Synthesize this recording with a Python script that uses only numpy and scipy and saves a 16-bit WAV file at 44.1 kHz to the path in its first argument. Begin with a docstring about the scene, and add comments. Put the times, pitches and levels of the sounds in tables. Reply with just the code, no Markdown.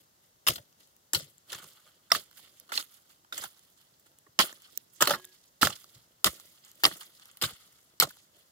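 """A quiet open-air hush runs throughout; into it a tined hoe starts chopping dry, stony soil after about 0.5 s.
Each chop is a cluster of contacts, rung as modes of head, tines, cracking crust and ground; struck stones add tones.
Next the loosened soil crunches, as grains through those modes, then patters down; pebbles tick in between.
Just after 5 s the freed tines ring faintly as dying sines. The chops go on to about 8 s, then soil and hush remain.
A pair of spaced microphones hears hoe, stones and soil from changing places, by lag and balance."""
import sys
import numpy as np
from scipy import signal
from scipy.fft import rfft, irfft, next_fast_len
from scipy.io import wavfile

SR = 44100
rng = np.random.default_rng(int(sys.argv[2]) if len(sys.argv) > 2 else 0)


def log_audio(samples):
    """Write samples as a 16-bit WAV file to the path given in sys.argv[1]."""
    # one column per channel
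    frames = np.atleast_2d(samples).T
    # limit to full scale, then quantise
    limited = np.clip(frames, -1, 1)
    pcm = np.round(limited * 32767).astype(np.int16)
    wavfile.write(sys.argv[1], SR, pcm)


N = 375291  # length in samples

# contacts of tines, stones and clods: t/s, knock level/dB, tine level/dB, crack level/dB, thud level/dB, t60/s
CONTACTS = [(0.467, -41, -23, -33.5, -26, 0.026), (0.4729, -24.5, -21, -34.5, -44, 0.026),
            (0.4841, -25, -17.5, -22, -36, 0.035), (0.5054, -37, -24, -52, -40, 0.0093),
            (0.5574, -44.5, -39.5, -43.5, -42.5, 0.043), (0.58, -47, -49.5, -60, -39.5, 0.035),
            (1.1332, -30, -28.5, -21.5, -32, 0.029), (1.1471, -32.5, -23.5, -33.5, -54, 0.063),
            (1.1964, -47, -53, -58, -48, 0.011), (1.52, -49, -39.5, -42, -36, 0.024),
            (1.5283, -42, -37.5, -41.5, -42, 0.035), (1.5478, -42, -42, -44.5, -55, 0.036),
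            (1.584, -44.5, -57, -50, -58, .02), (1.627, -50, -60, -64, -41, 0.021),
            (1.6417, -48, -47, -48, -40.5, 0.015), (2.102, -46, -53, -55.5, -61.5, 0.06),
            (2.118, -18.5, -13, -23.5, -29, 0.018), (2.1486, -26, -38.5, -32, -39.5, 0.02),
            (2.691, -51.5, -57, -62.5, -56, 0.12), (2.7191, -27.5, -46, -47, -31, 0.026),
            (2.7764, -31, -26, -35.5, -44, 0.027), (3.3243, -45, -42, -51, -67, 0.062),
            (3.344, -48, -45, -47, -60, 0.018), (3.378, -47, -44, -35.5, -50, 0.052),
            (3.42, -45, -54, -52, -48, .02), (3.428, -36.5, -56, -54, -48, 0.011),
            (3.4374, -41, -44, -41.5, -46, 0.045), (3.453, -48.5, -50.5, -49.5, -72, 0.072),
            (3.996, -78, -78.5, -64, -71, 0.049), (4.2641, -61, -87, -93, -51, 0.045),
            (4.3897, -21.5, -12, -25, -19, 0.024), (4.399, -18.5, -23, -35, -27, 0.051),
            (4.412, -32, -27, -27.5, -36, 0.021), (4.5268, -43.5, -51, -46, -35, 0.011),
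            (5.0066, -27, -31, -33.5, -43, 0.19), (5.0225, -20, -15.5, -17, -29, 0.023),
            (5.055, -44, -28, -35, -46, .012), (5.0724, -25, -25.5, -28.5, -32, 0.049),
            (5.0955, -27, -26, -34, -48, 0.031), (5.106, -23, -27.5, -34, -30, 0.078),
            (5.1343, -29, -40, -50, -35, 0.078), (5.146, -36, -31, -50, -44, 0.022),
            (5.197, -47.5, -56, -70, -59, .02), (5.612, -37.5, -42, -51.5, -37, 0.032),
            (5.621, -31.5, -24, -34, -36, 0.069), (5.629, -12, -28, -19, -23, 0.02),
            (5.648, -29.5, -30, -36.5, -47, 0.03), (5.671, -24, -23, -32, -41, 0.016),
            (5.703, -36, -38.5, -49, -53, 0.017), (6.2436, -15.5, -15, -17.5, -21.5, 0.013),
            (6.2593, -27, -26.5, -28, -43.5, 0.075), (6.2707, -26, -42.5, -34, -30, 0.029),
            (6.8352, -22, -22, -22.5, -18.5, 0.031), (6.8417, -22, -9.5, -22.5, -13, 0.01),
            (6.8512, -17.5, -10.5, -24.5, -38, 0.019), (6.861, -23.5, -36, -28, -44.5, 0.04),
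            (6.9127, -38.5, -59, -61, -35.5, 0.026), (7.008, -50, -46.5, -48, -65.5, 0.026),
            (7.414, -42, -31.5, -37, -38, 0.063), (7.4206, -34, -30, -35, -28.5, 0.041),
            (7.4361, -29.5, -25, -47.5, -38, 0.052), (7.507, -51, -49, -53, -38.5, 0.023),
            (7.9999, -22, -14.5, -16.5, -19.5, 0.018), (8.009, -36, -20.5, -33.5, -51, 0.031),
            (8.0221, -21, -32, -30.5, -20.5, 0.037), (8.032, -30, -32, -43, -30, 0.057),
            (8.07, -51, -58, -62, -36, 0.036), (8.1052, -49, -63, -71, -68.0, 0.03)]
# where the sound comes from, from this moment on (chops and one stone tick): t/s, lag of left behind right/ms,
# treble balance left-right level/dB, head ring over grit level/dB, ground shake over thud level/dB
PLACES = [(0, -0.32, 2, -14.5, -3), (1.099, -0.24, 2, -10.5, 3), (1.449, 0, -2.5, 0, -5.5),
          (2.1, 0.06, -5, -9.5, -5), (2.654, 0.31, -5, -10, -12), (3.301, 0.2, -4.5, -6.5, -5.5),
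          (4.35, 0.19, -3, -3, -13.5), (4.701, 0.76, -6.5, -16, -7), (4.98, -0.07, -4, -17, -9.5),
          (5.6, 0.056, -4.5, -7.5, 1.5), (6.2, -0.14, -3, -9.5, -2.5), (6.799, -0.18, -2, -6, -7),
          (7.349, -0.087, -1, -4, 1.5), (7.949, -0.16, -2.5, -8, -12.5)]
# modes of head and handle, tines, cracking crust, thudding ground, shaking ground: f/Hz, width/Hz, relative level/dB
HEAD_MODES = [(844, 140, -10), (1035, 91, -5), (1174, 230, -1), (1452, 250, -1), (1790, 210, -6.5),
              (2196, 510, -8.5)]
TINE_MODES = [(2590, 2100, -5.5), (3090, 560, 0), (3605, 150, -2.5), (4160, 410, -3.5), (4950, 340, -9.5),
              (5260, 310, -7.5)]
CRACK_MODES = [(5700, 920, -2.5), (7510, 620, 4.5), (9070, 700, -5), (10295, 880, 1), (12850, 1200, -2),
               (14300, 1500, -0.5)]
THUD_MODES = [(193, 46, -9), (339, 110, 1), (434, 240, -1), (561, 110, 1), (697, 81, -8.5)]
SHAKE_MODES = [(73, 62, -9), (127, 60, -1), (167, 52, -3.5)]
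# stones and hard clods struck squarely: t/s, f/Hz, level/dB before the swell, t60/s
STONES = [(0.4837, 500, -33.5, 0.076), (0.497, 127.5, -32.5, .08), (0.582, 591, -48, 0.091),
          (1.138, 351, -35, 0.074), (1.173, 140, -37, 0.056), (1.225, 142, -43, 0.079),
          (2.117, 2024, -11, 0.021), (2.1185, 680, -20.5, 0.043), (2.122, 1165, -18, 0.038),
          (2.7764, 4260, -11.5, .015), (3.3242, 1410, -30, .03), (3.326, 3700, -29, 0.026),
          (3.442, 795, -33, 0.024), (4.392, 210, -23.5, 0.062), (4.394, 1310, -18, .04),
          (4.396, 1056, -17, 0.062), (5.006, 1274, -24.5, .06), (5.0232, 1280, -11, 0.025),
          (5.107, 575, -20, 0.079), (5.629, 1332, -4.5, 0.023), (5.629, 277, -12, 0.024),
          (5.671, 1370, -15, 0.021), (5.672, 567, -25.5, 0.026)]
# single pebbles ticking: t/s, crack level/dB, change of level/dB per step down to the duller modes
PEBBLES = [(0.727, -61, -0.5), (0.873, -59, -8), (0.965, -53, -13.5), (1.381, -51.5, -10.5),
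           (2.3123, -52, -1.5), (2.329, -58, -0.5), (2.376, -60.5, 4), (2.392, -57, 1), (2.599, -44.5, -17),
           (2.679, -62, -1), (2.826, -39, -4.5), (3.095, -61, 0), (3.111, -62, -2.5), (3.247, -69.5, 8.5),
           (3.593, -54, -7.5), (4.116, -61, -5), (4.1867, -49.5, -12), (4.494, -48.5, 4), (4.6, -57, -5),
           (4.62, -50, -6), (4.7752, -22.5, -18), (5.2444, -46, -1), (5.2512, -38, -25), (5.8427, -49.5, 0),
           (6.3985, -44.5, -3), (6.649, -47, -10.5), (6.715, -46.5, -10), (6.755, -50.5, -12),
           (7.012, -46.5, -1), (7.034, -51, -7), (7.197, -50.5, -1.5), (7.2558, -46, -16.5), (7.29, -66, 7),
           (7.314, -51, -9), (7.3714, -42.5, -5), (8.169, -53.5, -0.5)]
# tines ringing free: f/Hz, starting level/dB, t60/s
FREE_RING = [(368, -54, 0.54), (1080, -48, 0.15), (1660, -57.5, 0.74), (3117, -54, 0.27)]
# soil breaking up under each chop: rough t/s, grit level/dB, clod level/dB, hold/s, t60/s, following patter level/dB
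CRUNCHES = [(0.469, -34, -40, 0.031, 0.14, -78.5), (1.128, -43.5, -45.5, 0.024, 0.25, -74.5),
            (1.52, -56.5, -59.5, 0.018, 0.45, -64.5), (2.118, -40.5, -50, 0.041, 0.13, -72.5),
            (2.722, -46.5, -63.5, 0.084, 0.13, -72.5), (3.321, -55, -65, .12, 0.11, -65.5),
            (4.39, -33, -36, 0.012, 0.17, -65), (5.001, -33, -36, 0.024, 0.13, -69.5),
            (5.071, -42, -41, 0.048, 0.1, -63.5), (5.61, -36, -39, 0.043, 0.18, -61.5),
            (6.237, -33.5, -36, 0.029, 0.042, -59.5), (6.831, -37.5, -36.5, 0.019, 0.14, -57.5),
            (7.421, -35.5, -40.5, 0.015, 0.14, -59.5), (7.995, -34.5, -48.5, 0.033, 0.059, -67)]
# handfuls of thrown or kicked soil landing: t/s of the peak, grit level/dB, clod level/dB, t60/s
SHOWERS = [(0.01, -73.5, -70.5, 0.25), (0.239, -73.5, -79, 0.2), (0.804, -67.5, -72.5, 0.34),
           (1.505, -56.5, -60, 0.29), (1.864, -72, -73.5, 0.42), (2.38, -63, -72.5, 1),
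           (2.58, -70.5, -80, 0.52), (2.923, -64, -85, 0.57), (3.105, -65.5, -88, 0.27),
           (3.8, -72, -78, 0.42), (4.064, -63.5, -77.5, 0.084), (4.631, -68.5, -84, 0.59),
           (4.74, -66, -67, 0.63), (4.969, -67.5, -79.5, 0.98), (5.344, -67, -88, 0.41),
           (5.95, -65, -69, 0.26), (6.649, -62, -86.5, 0.44), (6.8, -66, -76.5, .7),
           (7.017, -51.5, -86, 0.13), (7.228, -65.5, -83, 1), (8.371, -68.5, -76.5, 0.55)]
# spectrum of rubbing crumbs: f/Hz, relative level/dB
GRIT_SPECTRUM = [(1180, -42), (1900, -6.5), (2400, -7), (3260, -5.5), (4690, -4.5), (5160, -3.5),
                 (5830, -7), (6640, -5), (8630, -10), (10800, -5.5), (14900, -8.5), (16000, -11.5)]
# edges of the ranges in which the crumb sizes sound: f/Hz
GRIT_EDGES_HZ = [1200, 3300, 5500, 9000, 18000]
# sound reaching one side only, against the shared sound: f/Hz, relative level/dB
SCATTER = [(100, -15), (500, -9), (1500, 2.5), (5000, 5.5), (15000, 4.5)]
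# spectrum of the hush common to both sides: f/Hz, relative level/dB
HUSH_SPECTRUM = [(15, -35), (25, -17.5), (53, -1.5), (130, 4), (354, -3.5), (1700, -8.5), (7310, -8.5),
                 (8360, -17), (12900, -11), (14800, -10), (16000, -19)]
# likeness of the hush on both sides: f/Hz, left-right correlation
HUSH_LIKENESS = [(60, 0.85), (240, 0.7), (950, -0.34), (3770, 0.23), (15000, -0.57)]
# dip in the low treble, as from sound reflected off the ground: f/Hz, width/Hz, depth (0-1)
GROUND_DIP = (2400, 600, .55)

MODE_SPREAD_DB = 5     # chance in the strength of each mode
SNAP = 17.4            # first click of a contact, against slips of rms 1
SHAKE_LAG_S = 0.014    # the ground gives way after the blow
SHAKE_T60_SHARE = 0.8  # fall of the ground shake against that of the grit
PEBBLE_T60_S = 0.0074
STONE_RISE_CYCLES = 0.29
FREE_RING_S, RING_LASTS_S, RING_DAMPED_T60_S = 5.155, 0.18, 0.15  # then the swing damps it
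CRUNCH_RISE_S = 0.004
SLUMP_DB, SLUMP_T60_S = -20.5, 0.35  # the torn soil slumps back, under the crunch
PATTER_T60_S, PATTER_CLOD_DB = 1.5, -17.5  # crumbs keep falling; clods among them, under the grit
LOOSE_HEAD_DB = -5.5   # pattering crumbs ring the head less than crumbs under the tines
TINE_GRIT_DB = 1.0     # crumbs ring the tines too, over the head
CLOD_T60_SHARE, CLOD_REST_DB, GRIT_REST_DB = 0.83, -82, -88
SHOWER_RISE_SHARE = 0.33  # rise time over fall time
HUSH_DB = -67
SHADOW_HZ = 600        # half of the balance is reached here
LOW_CUT_HZ, CEILING, CUTOFF_HZ = 45, 0.95, 16700


def contacts():
    """A snap and a dying burst of slips ring the parts, each mode with a new strength at every contact."""
    size, room = 6144, 32  # samples; the room lets one side come early
    hz = np.fft.rfftfreq(size, 1 / SR)
    t = np.arange(size) / SR
    tables = (HEAD_MODES, TINE_MODES, CRACK_MODES, THUD_MODES, SHAKE_MODES)
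    parts = [modes(table, hz) for table in tables]
    own_share = from_db(at_hz(SCATTER, hz))
    shake_delay = np.exp(-2j * np.pi * hz * SHAKE_LAG_S)
    out = np.zeros((2, N + size))
    for s, *levels_db, t60 in all_contacts():
        lag, balance_db, _, shake_db = place(s)
        levels_db = levels_db + [levels_db[-1] + shake_db]
        strengths = from_db(MODE_SPREAD_DB * rng.standard_normal((5, 6)))
        knock, tine, crack, thud, shake = (
            from_db(db) * rms_one(strength[:len(part)] @ part)
            for db, strength, part in zip(levels_db, strengths, parts))

        # row 0 is heard on both sides, rows 1 and 2 on one side each
        slips = grains((3, size), per_s=3500, spread_db=3.5, hiss=0.4) * (t < 0.1)
        slips[0, 16] += SNAP
        fall = from_db(-60 * t / max(t60, 0.004))
        sharp = rfft(slips * (1 - np.exp(-t / 0.00057)) * fall)
        heavy = rfft(slips * (1 - np.exp(-t / 0.0051)) * fall)  # the ground yields slowly
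        shared, *own = (knock + tine + crack) * sharp + (thud + shake * shake_delay) * heavy

        delays = np.array([[lag / 2], [-lag / 2]]) + room / SR
        sides = np.exp(-2j * np.pi * hz * delays) * shadow(hz, [[balance_db], [-balance_db]])
        at = round(s * SR) - room
        out[:, at:at + size] += irfft(sides * (shared + own_share * own), size)
    return out[:, :N]


def all_contacts():
    """Hoe contacts and pebbles as rows of one kind; a pebble's level changes step by step from crack to knock."""
    ticks = [(s, db + 2 * step_db, db + step_db, db, db + 2 * step_db - 7, PEBBLE_T60_S)
             for s, db, step_db in PEBBLES]
    return CONTACTS + ticks


def stones():
    """Each stone or hard clod rings as one dying tone at its own pitch, swelling within about a cycle."""
    room = 0.001  # s, lets one side come early
    t = np.arange(N // 40) / SR
    out = np.zeros((2, N + N // 40))
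    for s, hz, db, t60 in STONES:
        lag, balance_db, *_ = place(s)
        at = round((s - room) * SR)
        for side, sign in enumerate((1, -1)):
            late = np.maximum(t - room - sign * lag / 2, 0)
            swell = 1 - np.exp(-late * hz / STONE_RISE_CYCLES)
            tone = swell * from_db(db - 60 * late / t60) * np.sin(2 * np.pi * hz * late)
            out[side, at:at + len(t)] += shadow(hz, sign * balance_db) * tone
    return out[:, :N]


def free_ring():
    """Once the tines come clear after a stone they ring on faintly as dying sines, until damped."""
    t = np.maximum(np.arange(N) / SR - FREE_RING_S, 0)
    damped_db = -60 * np.maximum(t - RING_LASTS_S, 0) / RING_DAMPED_T60_S
    return sum(from_db(db - 60 * t / t60 + damped_db) * np.sin(2 * np.pi * hz * t)
               for hz, db, t60 in FREE_RING)


def soil():
    """Crumbs rub and patter in uneven clumps: grit hisses and rings the hoe, clods thump and shake the ground."""
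    t = np.arange(N) / SR
    lag, balance_db, head_db, shake_db = place(t)
    grit_db, rung_db, clod_db, shaken_db = soil_levels(t)
    grit_db = grit_db + 2.2 * drift(43)
    clod_db = clod_db + 3.1 * drift(24)
    head_db = rung_db + head_db
    crumbs = [grains((3, N), per_s=1000, spread_db=1.0, hiss=0.29) for _ in range(2)]
    clods = grains((3, N), per_s=280, spread_db=3.5, hiss=0.56)

    # each crumb size sounds in its own range, in its own clumps
    gritty = [coloured(c, lambda hz: from_db(at_hz(GRIT_SPECTRUM, hz))) for c in crumbs]
    grit = 0
    for k, edges in enumerate(zip(GRIT_EDGES_HZ, GRIT_EDGES_HZ[1:])):
        grit = grit + from_db(3.0 * drift(36)) * band(gritty[k % 2], edges)

    head = coloured(crumbs[1], lambda hz: modes(HEAD_MODES, hz).sum(0))
    tines = coloured(crumbs[0], lambda hz: modes(TINE_MODES[1:], hz).sum(0))
    thump = coloured(clods, lambda hz: modes(THUD_MODES, hz).sum(0))
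    shake = coloured(clods, lambda hz: modes(SHAKE_MODES, hz).sum(0))
    # signal, level in dB, Hz at which scatter and shadow are read
    layers = [(grit, grit_db, 6000),
              (head, head_db + 4.0 * drift(35), 1300),
              (tines, head_db + TINE_GRIT_DB + 4.8 * drift(35), 3600),
              (thump, clod_db, 400),
              (shake, shaken_db - 4.5 + shake_db + 3.0 * drift(5), 120)]
    out = np.zeros((2, N))
    for (shared, *own), level_db, centre_hz in layers:
        own_share = from_db(at_hz(SCATTER, centre_hz))
        for side, sign in enumerate((1, -1)):
            heard = np.interp(t - sign * lag / 2, t, shared) + own_share * own[side]
            out[side] += from_db(level_db) * shadow(centre_hz, sign * balance_db) * heard
    return out


def soil_levels(t):
    """Grit, head, clod and shake dB: crunches rise, hold, then die as crunch, slump and patter; showers swell."""
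    grid = np.arange(0, N / SR + 0.01, 0.001)  # s, in steps of 1 ms
    loose = from_db([[0], [LOOSE_HEAD_DB], [PATTER_CLOD_DB], [PATTER_CLOD_DB]])
    shares = np.array([[1], [1], [CLOD_T60_SHARE], [SHAKE_T60_SHARE]])
    power = from_db([[GRIT_REST_DB]] * 2 + [[CLOD_REST_DB]] * 2) ** 2
    for s, grit_db, clod_db, hold, t60, patter_db in CRUNCHES:
        s = min((row[0] for row in CONTACTS), key=lambda at: abs(at - s))  # sets in with the nearest contact
        rise = np.clip((grid - s) / CRUNCH_RISE_S, 0, 1) ** 2
        after = -60 * np.maximum(grid - s - hold, 0)
        crunch = from_db(after / (t60 * shares)) + from_db(SLUMP_DB + after / SLUMP_T60_S)
        patter = loose * from_db(patter_db + after / PATTER_T60_S)
        levels = from_db([[grit_db]] * 2 + [[clod_db]] * 2)
        power = power + rise * (levels * crunch + patter) ** 2
    for s, grit_db, clod_db, t60 in SHOWERS:
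        swell_db = -60 * np.maximum((s - grid) / SHOWER_RISE_SHARE, grid - s) / t60
        power = power + from_db(swell_db + [[grit_db], [grit_db], [clod_db], [clod_db]]) ** 2
    lags = (0, 0, 0, SHAKE_LAG_S)
    return [np.interp(t - lag, grid, 10 * np.log10(p)) for p, lag in zip(power, lags)]


def hush(patchy_db):
    """Half-octave bands of open-air noise, each wavering by itself, most alike on both sides in the bass."""
    out = 0
    edges = 22 * 2 ** np.arange(0, 10, 0.5)
    white = rng.standard_normal((2, 2, N))
    for k, (low, high) in enumerate(zip(edges, edges[1:])):
        mid, side = band(white[k % 2], [low, high])
        hz = np.sqrt(low * high)
        alike = np.clip(at_hz(HUSH_LIKENESS, hz), -0.95, 0.99)
        gain = from_db(at_hz(HUSH_SPECTRUM, hz) + patchy_db * drift(14)) / np.sqrt(1 + alike)
        out = out + gain * (np.sqrt(1 + alike) * mid + np.sqrt(1 - alike) * side * [[1], [-1]])
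    return rms_one(out)


def place(seconds):
    """Lag (s), balance, head and shake levels (dB) of the place sounding now."""
    s, lag_ms, *levels_db = np.transpose(PLACES)
    row = np.searchsorted(s, seconds, "right") - 1
    return lag_ms[row] / 1000, *(db[row] for db in levels_db)


def shadow(hz, balance_db):
    """Gain of one side: only short waves are shaded on the far side."""
    return from_db(np.multiply(balance_db, hz / (hz + SHADOW_HZ)) / 2)


def modes(table, hz):
    """Causal resonance of every mode, neighbours in opposite sign."""
    f0, width, level_db = np.array(table).T[:, :, None]
    signs = (-1.) ** np.arange(len(table))[:, None]
    damping = 1j * hz * width
    return signs * from_db(level_db) * damping / (f0 ** 2 - hz ** 2 + damping)


def grains(size, per_s, spread_db, hiss):
    """Random clicks of uneven size over a share of smooth hiss; rms 1."""
    sizes = from_db(spread_db * np.minimum(rng.exponential(1, size), 4)) * rng.choice([-1, 1], size)
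    clicks = rms_one(sizes * (rng.random(size) < per_s / SR))
    return rms_one(clicks + hiss * rng.standard_normal(size))


def drift(rate):
    """Slow chance: noise at every 40th sample through a double one-pole low-pass at rate Hz; rms 1."""
    r = np.exp(-2 * np.pi * rate * 40 / SR)
    noise = rng.standard_normal(N // 40 + 2002)
    slow = signal.lfilter([1], [1, -2 * r, r * r], noise)[2000:]  # the filter has settled
    return np.interp(np.arange(N) / 40, np.arange(len(slow)), rms_one(slow))


def coloured(x, response):
    """Passed through a response given as a function of Hz; rms 1."""
    size = next_fast_len(N)
    spectrum = rfft(x, size) * response(np.fft.rfftfreq(size, 1 / SR))
    return rms_one(irfft(spectrum, size)[..., :N])


def band(x, edges):
    """Band-passed between two edges in Hz."""
    return signal.sosfilt(signal.butter(2, edges, "band", fs=SR, output="sos"), x)


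def at_hz(points, hz):
    """A spectrum read on a log-frequency axis."""
    point_hz, values = np.array(points).T
    return np.interp(np.log(hz + 1), np.log(point_hz), values)


def from_db(db):
    """Gain of a level in dB."""
    return 10 ** (np.asarray(db) / 20)


def rms_one(x):
    """Scaled to rms 1."""
    return x / np.sqrt(np.mean(np.abs(x) ** 2) + 1e-20)


def scene():
    """Hoe and pebbles, stones, free tines, soil and air."""
    return contacts() + stones() + free_ring() + soil() + from_db(HUSH_DB) * hush(patchy_db=0.5)


def record(dry):
    """The deep bass is lost, a ground reflection hollows the low treble; peaks are rounded, the top is cut."""
    hz, width, depth = GROUND_DIP
    x = dry - depth * signal.lfilter(*signal.iirpeak(hz, hz / width, fs=SR), dry)
    x = signal.sosfilt(signal.butter(2, LOW_CUT_HZ, "high", fs=SR, output="sos"), x)
    x = CEILING * np.tanh(x / CEILING)
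    return signal.sosfilt(signal.cheby2(16, 80, CUTOFF_HZ, fs=SR, output="sos"), x)  # 80 dB down at the cutoff


dry = scene()
out = record(dry)
log_audio(out)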